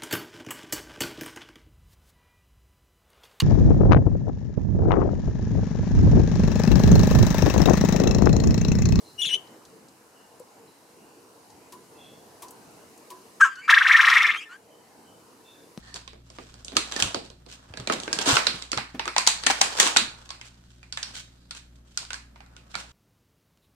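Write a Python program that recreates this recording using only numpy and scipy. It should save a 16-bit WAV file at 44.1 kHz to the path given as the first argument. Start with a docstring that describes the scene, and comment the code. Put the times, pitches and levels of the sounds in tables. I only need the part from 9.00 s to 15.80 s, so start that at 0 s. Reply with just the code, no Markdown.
"""An outdoor wire pen, a male quail close to the microphone: a short high squeal, later a sharp note and a loud crow.
In the crow a whistle swings up and down, mostly 21 to 25 times a second, while slack membranes rattle against it.
Light taps, ticks and bumps sound in the pen as decaying tones and noise; far birds are narrow bands of noise.
Rumble and leaf hiss are shaped noise. Gain control turns everything down after loud passages, then recovers."""
import sys
import numpy as np
from scipy import signal
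from scipy.fft import rfft, irfft
from scipy.io import wavfile
from scipy.ndimage import uniform_filter1d, minimum_filter1d, map_coordinates

SR = 44100
rng = np.random.default_rng(int(sys.argv[2]) if len(sys.argv) > 2 else 0)


def store_pcm(level_fs):
    """Save levels as 16-bit WAV."""
    pcm = np.round(np.clip(level_fs, -1, 1) * 32767).astype(np.int16)
    wavfile.write(sys.argv[1], SR, np.atleast_2d(pcm).T)


N = 299880


def amp(db):
    """Decibels to gain."""
    return 10 ** (np.asarray(db) / 20)


def unit(x):
    """Scale to rms 1."""
    return x / np.sqrt(np.mean(x ** 2) + 1e-20)


def along(points, hz):
    """(Hz, value) points read on a log frequency axis."""
    point_hz, value = np.transpose(points)
    return np.interp(np.log(hz + 1), np.log(point_hz + 1), value)


def curves(rows):
    """Sample times over the rows' span, then each column at those times."""
    s, *columns = np.transpose(rows)
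    t = np.arange(round(s[0] * SR), round(s[-1] * SR)) / SR
    return [t] + [np.interp(t, s, column) for column in columns]


def ramp(t, length):
    """Rises from 0 to 1 over length seconds."""
    return np.clip(t / length, 0, 1)


def add(track, s, x):
    """Mix x into the track from time s on."""
    part = track[max(round(s * SR), 0):][:len(x)]
    part += x[:len(part)]


def placed(x, left_db):
    """Stereo pair, louder on the left by left_db."""
    return x * amp([[left_db / 2], [-left_db / 2]])


def wobble(rate, size):
    """A smooth random curve, rate knots a second."""
    knots = rng.standard_normal(size=4096)
    return map_coordinates(knots, [np.arange(size) * rate / SR], mode="wrap")


def colour(x, points, size=4096):
    """Causal minimum-phase filter with the gain of the (Hz, dB) points."""
    gain = amp(along(points, np.fft.rfftfreq(size, 1 / SR)))
    cepstrum = irfft(np.log(gain))
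    fold = 1 + np.sign(size / 2 - np.arange(size))  # moves the cepstrum to positive times
    fold[0] = 1
    response = irfft(np.exp(rfft(cepstrum * fold)))
    return signal.fftconvolve(x, response)[:len(x)]


def band(size, lo_hz, hi_hz):
    """Noise of rms 1 between two soft edges."""
    edges = np.clip([lo_hz, hi_hz], 20, SR / 2 - 20)
    sos = signal.butter(2, edges, "band", fs=SR, output="sos")
    return unit(signal.sosfilt(sos, rng.standard_normal(size)))


def above(x, low_hz, order):
    """High-pass filter."""
    return signal.sosfilt(signal.butter(order, low_hz, "high", fs=SR, output="sos"), x)


# Likeness of the air at left and right. Each row: frequency in Hz, correlation from 0 to 1.
ALIKE = [(30, 0.59), (80, 0.86), (500, 0.78), (1500, 0.073), (5000, 0.3), (15000, 0.55)]


def air(spectrum, patchy_db):
    """Stereo noise of rms 1 with patches of random gain in time and frequency."""
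    z = signal.stft(rng.standard_normal((2, N)), nperseg=2048)[2]
    hz = np.linspace(0, SR / 2, z.shape[1])
    patches = uniform_filter1d(rng.standard_normal(z.shape[1:]), size=16, axis=0)
    patches = uniform_filter1d(patches, size=5, axis=1)
    turn = np.arccos(np.clip(along(ALIKE, hz), -1, 1)) / 2  # splits the power between mid and side
    shape = amp(along(spectrum, hz)) * np.array([np.cos(turn), np.sin(turn)])
    z = z * shape[..., None] * amp(patchy_db * unit(patches))
    mid, side = signal.istft(z)[1][:, :N]
    return unit(np.array([mid + side, mid - side]))


# The open air over time. Each row: time in seconds, rumble and leaf hiss in relative dB.
OUTDOORS = [(0, -59, -59.5), (.45, -55.5, -62), (.95, -59, -64), (2.3, -58, -63), (3.601, -55.5, -60.5),
            (4.4, -57.5, -60.5), (5.6, -58.5, -64), (6.8, -59.5, -63)]
# Spectrum of the distant rumble. Each row: frequency in Hz, relative density in dB per Hz.
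RUMBLE = [(15, -57.5), (25, -31.5), (54, -25.5), (90, -10.5), (338, -1.5), (383, -6), (461, 0.5),
          (522, -7.5), (1030, -7), (1150, -12), (2570, -20), (2850, -20), (3500, -30), (4550, -65),
          (7700, -120)]
# Spectrum of the leaf hiss. Each row: frequency in Hz, relative density in dB per Hz.
LEAVES = [(1760, -31), (3000, -5), (3240, -10), (4050, -1.5), (6270, -2), (9920, -3.5), (14000, -10),
          (15800, -19)]


def outdoors(rumble_db=4.0, leaves_db=2):
    """Distant rumble and a faint hiss of leaves: broad noise whose two levels drift slowly."""
    s, low_db, high_db = np.transpose(OUTDOORS)
    t = np.arange(N) / SR
    rumble = amp(np.interp(t, s, low_db) + rumble_db) * air(RUMBLE, patchy_db=2.0)
    leaves = amp(np.interp(t, s, high_db) + leaves_db) * air(LEAVES, patchy_db=1.0)
    return rumble + leaves


# Small birds far off. Each row: start in seconds, nominal length in seconds, pitch in Hz, level in dB.
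FAR_BIRDS = [(.03, .09, 4100, -57), (1.13, .18, 2870, -65), (1.67, .04, 4000, -68), (1.9, .4, 2780, -71),
             (2.96, .2, 3380, -55), (2.92, .25, 2650, -62), (5.66, .2, 3050, -65), (6.03, .16, 3050, -65),
             (6.44, .15, 3570, -57), (6.42, .18, 2650, -66)]


def far_birds(width=0.029, t60=0.57):
    """Distant whistles, smeared into narrow bands that linger among the trees."""
    out, t = np.zeros(N), np.arange(SR // 2) / SR
    for s, length, hz, db in FAR_BIRDS:
        rise = np.minimum(1, 3 * t / length)
        fall = amp(-60 * np.maximum(t - length / 2, 0) / t60)
        add(out, s, amp(db) * rise * fall * band(len(t), hz * (1 - width), hz * (1 + width)))
    return out


# How long the yard rings. Each row: frequency in Hz, time to fall by 60 dB in seconds.
YARD = [(300, .45), (1600, .38), (3000, .44), (6000, .22), (14000, .15)]


def yard(x, near_db=-9.5, far_db=-22, near_t60=0.1):
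    """Quick reflections from ground and pen, then a weak tail from the yard, both as decaying noise."""
    hz, t, z = signal.stft(rng.standard_normal((2, SR // 2)), SR, nperseg=256)
    tail = signal.istft(z * amp(-60 * t / along(YARD, hz)[:, None]))[1]
    t = np.arange(tail.shape[1]) / SR
    near = rng.standard_normal(tail.shape) * amp(-60 * t / near_t60) * (t > .002)
    answer = amp(near_db) * near / np.linalg.norm(near[0])
    answer = answer + amp(far_db) * tail / np.linalg.norm(tail[0])
    return signal.fftconvolve(x, answer, axes=1)[:, :N]


# Soft knocks in the pen. Each row: start in seconds, level in dB, pitch in Hz,
# time to fall by 60 dB in seconds, click in dB relative to the knock.
BUMPS = [(.266, -36, 150, .04, -40), (.348, -42, 400, .2, -30), (1.402, -38, 500, .1, -25),
         (3.738, -47, 130, .08, -40), (6.776, -26, 240, .03, -5)]


def bumps(low_hz=100):
    """Soft, well damped knocks, some with a click at the contact."""
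    out, t = np.zeros(N), np.arange(SR // 4) / SR
    for s, db, hz, t60, click_db in BUMPS:
        thud = amp(-60 * t / t60) * np.sin(2 * np.pi * hz * t + .8 * wobble(150, len(t)))
        thud = thud * (1 - np.exp(-t / 0.00009))
        click = amp(click_db - 60 * t / 0.0035) * band(len(t), 240, 7700)
        add(out, s, amp(db) * (thud + click))
    return above(out, low_hz, order=2)


# Ticks of wire and dry litter. Each row: start in seconds, relative level in dB, nominal centre in Hz.
TICKS = [(0.4744, -49, 3300), (0.652, -43, 4720), (0.6998, -52, 5500), (0.8844, -45, 5500),
         (1.397, -44.5, 7960), (2.502, -46, 4900), (3.483, -38, 5500), (3.5079, -37, 9400),
         (3.977, -44.5, 7560), (4.556, -34, 4240)]


def ticks(tick_db=-6.0, t60=0.039):
    """Tiny dry clicks: short bands of noise that die at once."""
    out, t = np.zeros(N), np.arange(SR // 10) / SR
    for s, db, hz in TICKS:
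        add(out, s, amp(db + tick_db - 60 * t / t60) * band(len(t), hz * 0.76, hz * 1.5))
    return out


# Taps on the pen. Each row: start in seconds, snap and ring of the frame in relative dB.
TAPS = [(2.723, -37.5, -45), (3.422, -32, -43), (4.1029, -35.5, -42)]
# Modes of the pen's frame. Each row: frequency in Hz, relative level in dB, time to fall by 60 dB in seconds.
FRAME = [(370, -4, 0.35), (1000, 3.5, 0.26), (1110, -0.5, .15), (1825, -18, 0.13), (2380, -31.5, .15)]


def taps(snap_db=-8, ring_db=1, snap_t60=0.1):
    """Each tap snaps and leaves the modes of the frame ringing briefly."""
    out, t = np.zeros(N), np.arange(SR // 3) / SR
    for s, db, frame_db in TAPS:
        ring = np.zeros(len(t))
        for hz, level, t60 in FRAME:
            ring += amp(level - 60 * t / t60) * np.sin(2 * np.pi * hz * t + 0.68 * wobble(160, len(t)))
        ring = ring * (1 - np.exp(-t / 0.0063))  # the ring builds up softly
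        snap = amp(db + snap_db - 60 * t / snap_t60) * band(len(t), 1800, 13000)
        add(out, s, snap + amp(frame_db + ring_db) * ring)
    return out


# Reflections from floor, post and sides of the pen. Each row: delay in seconds, relative gain.
ECHOES = [(.00173, .26), (.00205, -.24), (.00298, .18), (.0063, .15), (.015, .17)]


def pen(x, strength):
    """Close surfaces repeat the call a few milliseconds late, so that its sweeps tangle and beat."""
    out = x.copy()
    for delay, gain in ECHOES:
        add(out, delay, strength * gain * x)
    return out


def syrinx(pitch, rough, overtones, flap_hz, depth, jitter):
    """A whistle; when rough, a slower uneven flapping chops it and its pitch shakes at random."""
    n = len(pitch)
    flap = np.sin(2 * np.pi * np.cumsum(flap_hz * (1 + .3 * wobble(300, n))) / SR)
    phase = 2 * np.pi * np.cumsum(pitch * (1 + jitter * rough * wobble(1100, n))) / SR
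    chop = (1 + depth * rough * flap) / np.sqrt(1 + (depth * rough) ** 2 / 2)  # keeps the mean power
    return chop * unit(sum(amp(db) * np.sin(multiple * phase) for multiple, db in overtones))


def note(t, pitch, db, rough, overtones, air, air_db, flap_hz, depth, jitter):
    """One note of the quail, with air rushing past the beak, more of it when rough."""
    rush = amp(air_db) * np.sqrt(np.abs(rough)) * unit(colour(rng.standard_normal(len(t)), air))
    fade = np.minimum(1, np.minimum(t - t[0], t[-1] - t) / 0.0016)
    voice = syrinx(pitch, rough, overtones, flap_hz, depth, jitter)
    out = np.zeros(N)
    add(out, t[0], fade * amp(db) * (voice + rush))
    return out


# The high squeal. Each row: time in seconds, pitch before the cracks in Hz, relative level in dB,
# roughness from 0 to 1.
SQUEAL = [(.179, 2850, -50, 0.04), (.195, 2920, -28, 0.06), (.243, 2810, -29, 0.06),
          (.262, 2850, -30.5, 0.53), (.281, 2850, -32, 0), (.295, 2800, -32.5, 0.7), (.321, 2917, -26.5, 0),
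          (.346, 3075, -22.5, 0.27), (.366, 3060, -44, 0)]
# Where the squeal cracks upward and sinks back. Each row: start in seconds, length in seconds.
CRACKS = [(.216, .025), (0.253, .042)]
# Overtones of the squeal. Each row: multiple of the pitch, relative level in dB.
SQUEAL_TONE = [(1, 2), (2, -14), (3, -19.5), (4, -33), (5, -41.5)]
# Air at the beak in the squeal. Each row: frequency in Hz, relative gain in dB.
SQUEAL_AIR = [(1000, -44), (2100, 5), (3500, 16), (4600, 0.5), (6500, -4.5), (9500, 1), (15000, -31)]


def squeal():
    """A thin whistle that cracks upward twice and swells near its end."""
    crack_hz, crack_db, crack_rise_s = 619, 3.5, 0.0026  # how far, how much louder, how fast
    t, pitch, db, rough = curves(SQUEAL)
    lift = sum(ramp(t - s, crack_rise_s) * (1 - ramp(t - s, length) ** 3) for s, length in CRACKS)
    return note(t, pitch + crack_hz * lift, db + crack_db * lift, rough, SQUEAL_TONE, SQUEAL_AIR,
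                air_db=-11.5, flap_hz=860, depth=0.7, jitter=0.15)


# Soft gliding tones around the crow; the first is the sharp note ringing on, the others are faint whines.
# Each row: start in seconds, length in seconds, first and last pitch in Hz, relative level in dB,
# roughness from 0 to 1.
GLIDES = [(4.48, 0.088, 1610, 1543, -31.5, 0.33), (4.569, 0.051, 1450, 1532, -24.5, 0.09),
          (4.614, 0.08, 2250, 2420, -35, 0.39), (5.365, 0.036, 3110, 3260, -25.5, .08),
          (5.388, 0.062, 2328, 2810, -31.5, 0.5), (5.454, 0.036, 1810, 1760, -40, 0.2),
          (5.49, .08, 1356, 1634, -36, 0.31)]
# Overtones of the gliding tones. Each row: multiple of the pitch, relative level in dB.
GLIDE_TONE = [(1, 8), (2, -8), (3, -13), (4, -25), (5, -26.5)]
# Air at the beak in the gliding tones and the sharp note. Each row: frequency in Hz, relative gain in dB.
SHARP_HISS = [(600, -47.5), (1100, 7), (2800, 3.5), (3600, -8.5), (4600, -19.5), (6000, -5.5), (7400, -1.5),
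              (8800, -15), (15000, -28)]


def glides():
    """Soft gliding tones around the crow: first the sharp note ringing on, then faint whines."""
    edge_s, edge_db, sag_db_per_s = 0.036, 12, 54  # each fades in and out, and sags throughout
    out = np.zeros(N)
    for s, length, first_hz, last_hz, db, rough in GLIDES:
        t = np.arange(round(length * SR)) / SR
        edge = ramp(np.minimum(t, length - t), edge_s) - 1
        level = db - sag_db_per_s * t + edge_db * edge
        pitch = first_hz + (last_hz - first_hz) * t / length
        out += note(s + t, pitch, level, rough, GLIDE_TONE, SHARP_HISS,
                    air_db=-8.0, flap_hz=371, depth=0.98, jitter=0.11)
    return out


# Overtones of the sharp note. Each row: multiple of the pitch, relative level in dB.
SHARP_TONE = [(1, 3), (2, -33), (3, -39), (4, -27.5), (5, -29)]


def sharp():
    """One push of air: a croak tightens into a clean tone at its height, then slackens as it fades."""
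    start_s, attack_s, hold_s, release_s = 4.399, .014, .023, .084
    hold_db, range_db = -5.5, 37  # relative level in the hold; size of the rise and of the fall
    slack_hz, taut_hz, tighten_s, slacken_s = 1318, 1598, 0.0064, .018
    slack_rough, taut_rough = 1, 0.028  # the syrinx is clean only while taut
    release_at = attack_s + hold_s
    t = np.arange(round((release_at + release_s) * SR)) / SR
    push = ramp(t, attack_s) - 1 - ramp(t - release_at, release_s) ** 1.1
    taut = ramp(t - attack_s, tighten_s) - ramp(t - release_at, slacken_s)
    pitch = slack_hz + (taut_hz - slack_hz) * taut
    rough = slack_rough + (taut_rough - slack_rough) * taut
    croak = note(start_s + t, pitch, hold_db + range_db * push, rough, SHARP_TONE, SHARP_HISS,
                 air_db=-12.5, flap_hz=273.5, depth=1.2, jitter=0.03)
    return above(croak, low_hz=1020, order=6)  # the small beak radiates no bass


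def rattle(size, rate_hz, scatter, spread_db):
    """Uneven slaps of the slack membranes: pulses of random spacing and strength."""
    turns = np.cumsum(rate_hz * np.exp(scatter * wobble(600, size))) / SR
    slaps = np.diff(np.floor(turns), prepend=0)
    return unit(slaps * amp(spread_db * wobble(700, size)))


# The force of the crow. Each row: time in seconds, whistle and rattle in relative dB.
CROW = [(4.676, -27, -43), (4.681, -3.5, -21.5), (4.707, -3.5, -0.5), (4.73, -2.5, -12), (4.835, -9, -17),
        (4.9, -3, -12.5), (5.1, -5.5, -9.5), (5.3, -9.5, -19), (5.32, -16.5, -26.5), (5.365, -21, -21.5),
        (5.385, -36.5, -41.5)]
# How fast the whistle swings. Each row: time in seconds, swings a second.
SWING_RATE = [(4.676, 22), (4.78, 25), (4.85, 21.2), (5.16, 24.3), (5.29, 21.5), (5.385, 15)]
# Overtones of the crow. Each row: multiple of the pitch, relative level in dB.
CROW_TONE = [(1, 3.5), (2, -22.5), (3, -40.5), (4, -36), (5, -33)]
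# What the throat does to the whistle. Each row: frequency in Hz, gain in dB.
THROAT = [(400, -51.5), (800, -24), (1050, -3.5), (1330, -14.5), (1470, -3), (1600, -8), (1850, 0),
          (2400, -8.5), (2900, -16.5), (3700, -14.5), (4400, -25), (6000, -20), (15000, -30)]
# What the throat does to the rattle. Each row: frequency in Hz, relative gain in dB.
RATTLE = [(300, -41.5), (600, -34), (850, -8), (1080, 1), (1350, 8), (1470, 2), (1620, -3.5), (2600, -5),
          (3700, -8.5), (4300, -15), (5500, -23), (7500, -24.5), (11000, -32), (15500, -43)]
# Air at the beak in the crow. Each row: frequency in Hz, relative gain in dB.
HISS = [(2500, -34), (3600, 1), (4400, -4), (5500, 8), (7500, -12), (11000, -17), (15500, -20.5)]


def crow(top_hz=3850, crest_db=2.0, hiss_db=-3, hiss_swing_db=14):
    """The whistle swings through the throat's resonance, flaring as it climbs; the rattle runs underneath."""
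    swing_start = .27  # share of a swing already past when the crow begins
    bottom_hz, scoop_hz, scoop_s = 1621, 420.8, .032  # bottom of a swing, reached from below
    tire_after_s, climb_hz_per_s = .35, 2400  # late in the crow the bottom climbs
    start_rough, rough_per_s = .13, 1.004  # the voice frays as it goes on
    push_db, push_fade_s = 5, 1  # upswings are pushed harder, less so as the breath runs out
    crest_dip_db = 2  # the whistle thins at the top of a swing
    t, whistle_db, rattle_db = curves(CROW)
    n, age = len(t), t - t[0]

    turns = np.cumsum(np.interp(t, *np.transpose(SWING_RATE))) / SR
    swing = 2 * np.pi * (swing_start + turns)
    tension = ((1 + np.cos(swing)) / 2) ** (3 / 2)  # wide troughs, narrow crests
    low_hz = bottom_hz - scoop_hz * (1 - ramp(age, scoop_s))
    low_hz = low_hz + climb_hz_per_s * np.maximum(age - tire_after_s, 0)
    high_hz = top_hz * np.minimum(1, 1700 / low_hz) ** 0.55  # the swings narrow as the crow runs out
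    waver = .035 * wobble(130, n)
    pitch = low_hz * (high_hz / low_hz) ** tension * (1 + waver)

    rough = start_rough + rough_per_s * age + .55 * tension + .2 * np.sin(swing)
    whistle = syrinx(pitch, np.clip(rough, 0, 1), CROW_TONE, flap_hz=430, depth=1.3, jitter=.12)
    push = -push_db * (1 - ramp(age, push_fade_s)) * np.sin(swing)
    whistle = whistle * amp(whistle_db + push - crest_dip_db * tension + 2.8 * wobble(150.3, n))

    slaps = rattle(n, rate_hz=520, scatter=.36, spread_db=5.5) + 0.73 * rng.standard_normal(n)
    rasp = amp(crest_db * (tension - 4.0)) * unit(colour(slaps, RATTLE))
    # each slap lets through a puff of air, strongest at the crests
    puffs = np.sqrt(np.abs(uniform_filter1d(slaps ** 2, size=40))) * rng.standard_normal(n)
    hiss = amp(hiss_db + hiss_swing_db * (tension - 2)) * unit(colour(puffs, HISS))
    out = np.zeros(N)
    add(out, t[0], colour(whistle, THROAT) + amp(rattle_db) * (rasp + hiss))
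    return out


def quail():
    """All the bird's calls with the pen's echoes, left of centre and furthest left in the squeal."""
    first = placed(pen(squeal(), strength=1.6), left_db=7.5)
    later = placed(pen(sharp() + glides() + crow(), strength=0.57), left_db=1.8)
    return first + later


def scene():
    """The bird and the small sounds of the pen, in the open air."""
    close = quail() + placed(taps() + ticks() + bumps(), left_db=3.5)
    return close + yard(close) + far_birds() + outdoors()


def record(dry, ceiling_db=-9.5, release_db=6, full_scale=0.7):
    """Gain control ducks loud passages and recovers by release_db a second; then peak limiter and band limit."""
    top_hz = 15830
    power = np.abs(uniform_filter1d(np.mean(dry ** 2, axis=0), size=1300))
    over = np.maximum(10 * np.log10(power + 1e-12) - ceiling_db, 0)
    recovery = release_db * np.arange(N) / SR
    ducked = dry * amp(recovery - np.maximum.accumulate(over + recovery))
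    needed = full_scale / np.maximum(np.abs(ducked).max(axis=0), full_scale)
    limited = ducked * uniform_filter1d(minimum_filter1d(needed, size=131), size=131)
    return irfft(rfft(limited) * (np.fft.rfftfreq(N, 1 / SR) < top_hz), N)


dry = scene()
out = record(dry)
store_pcm(out)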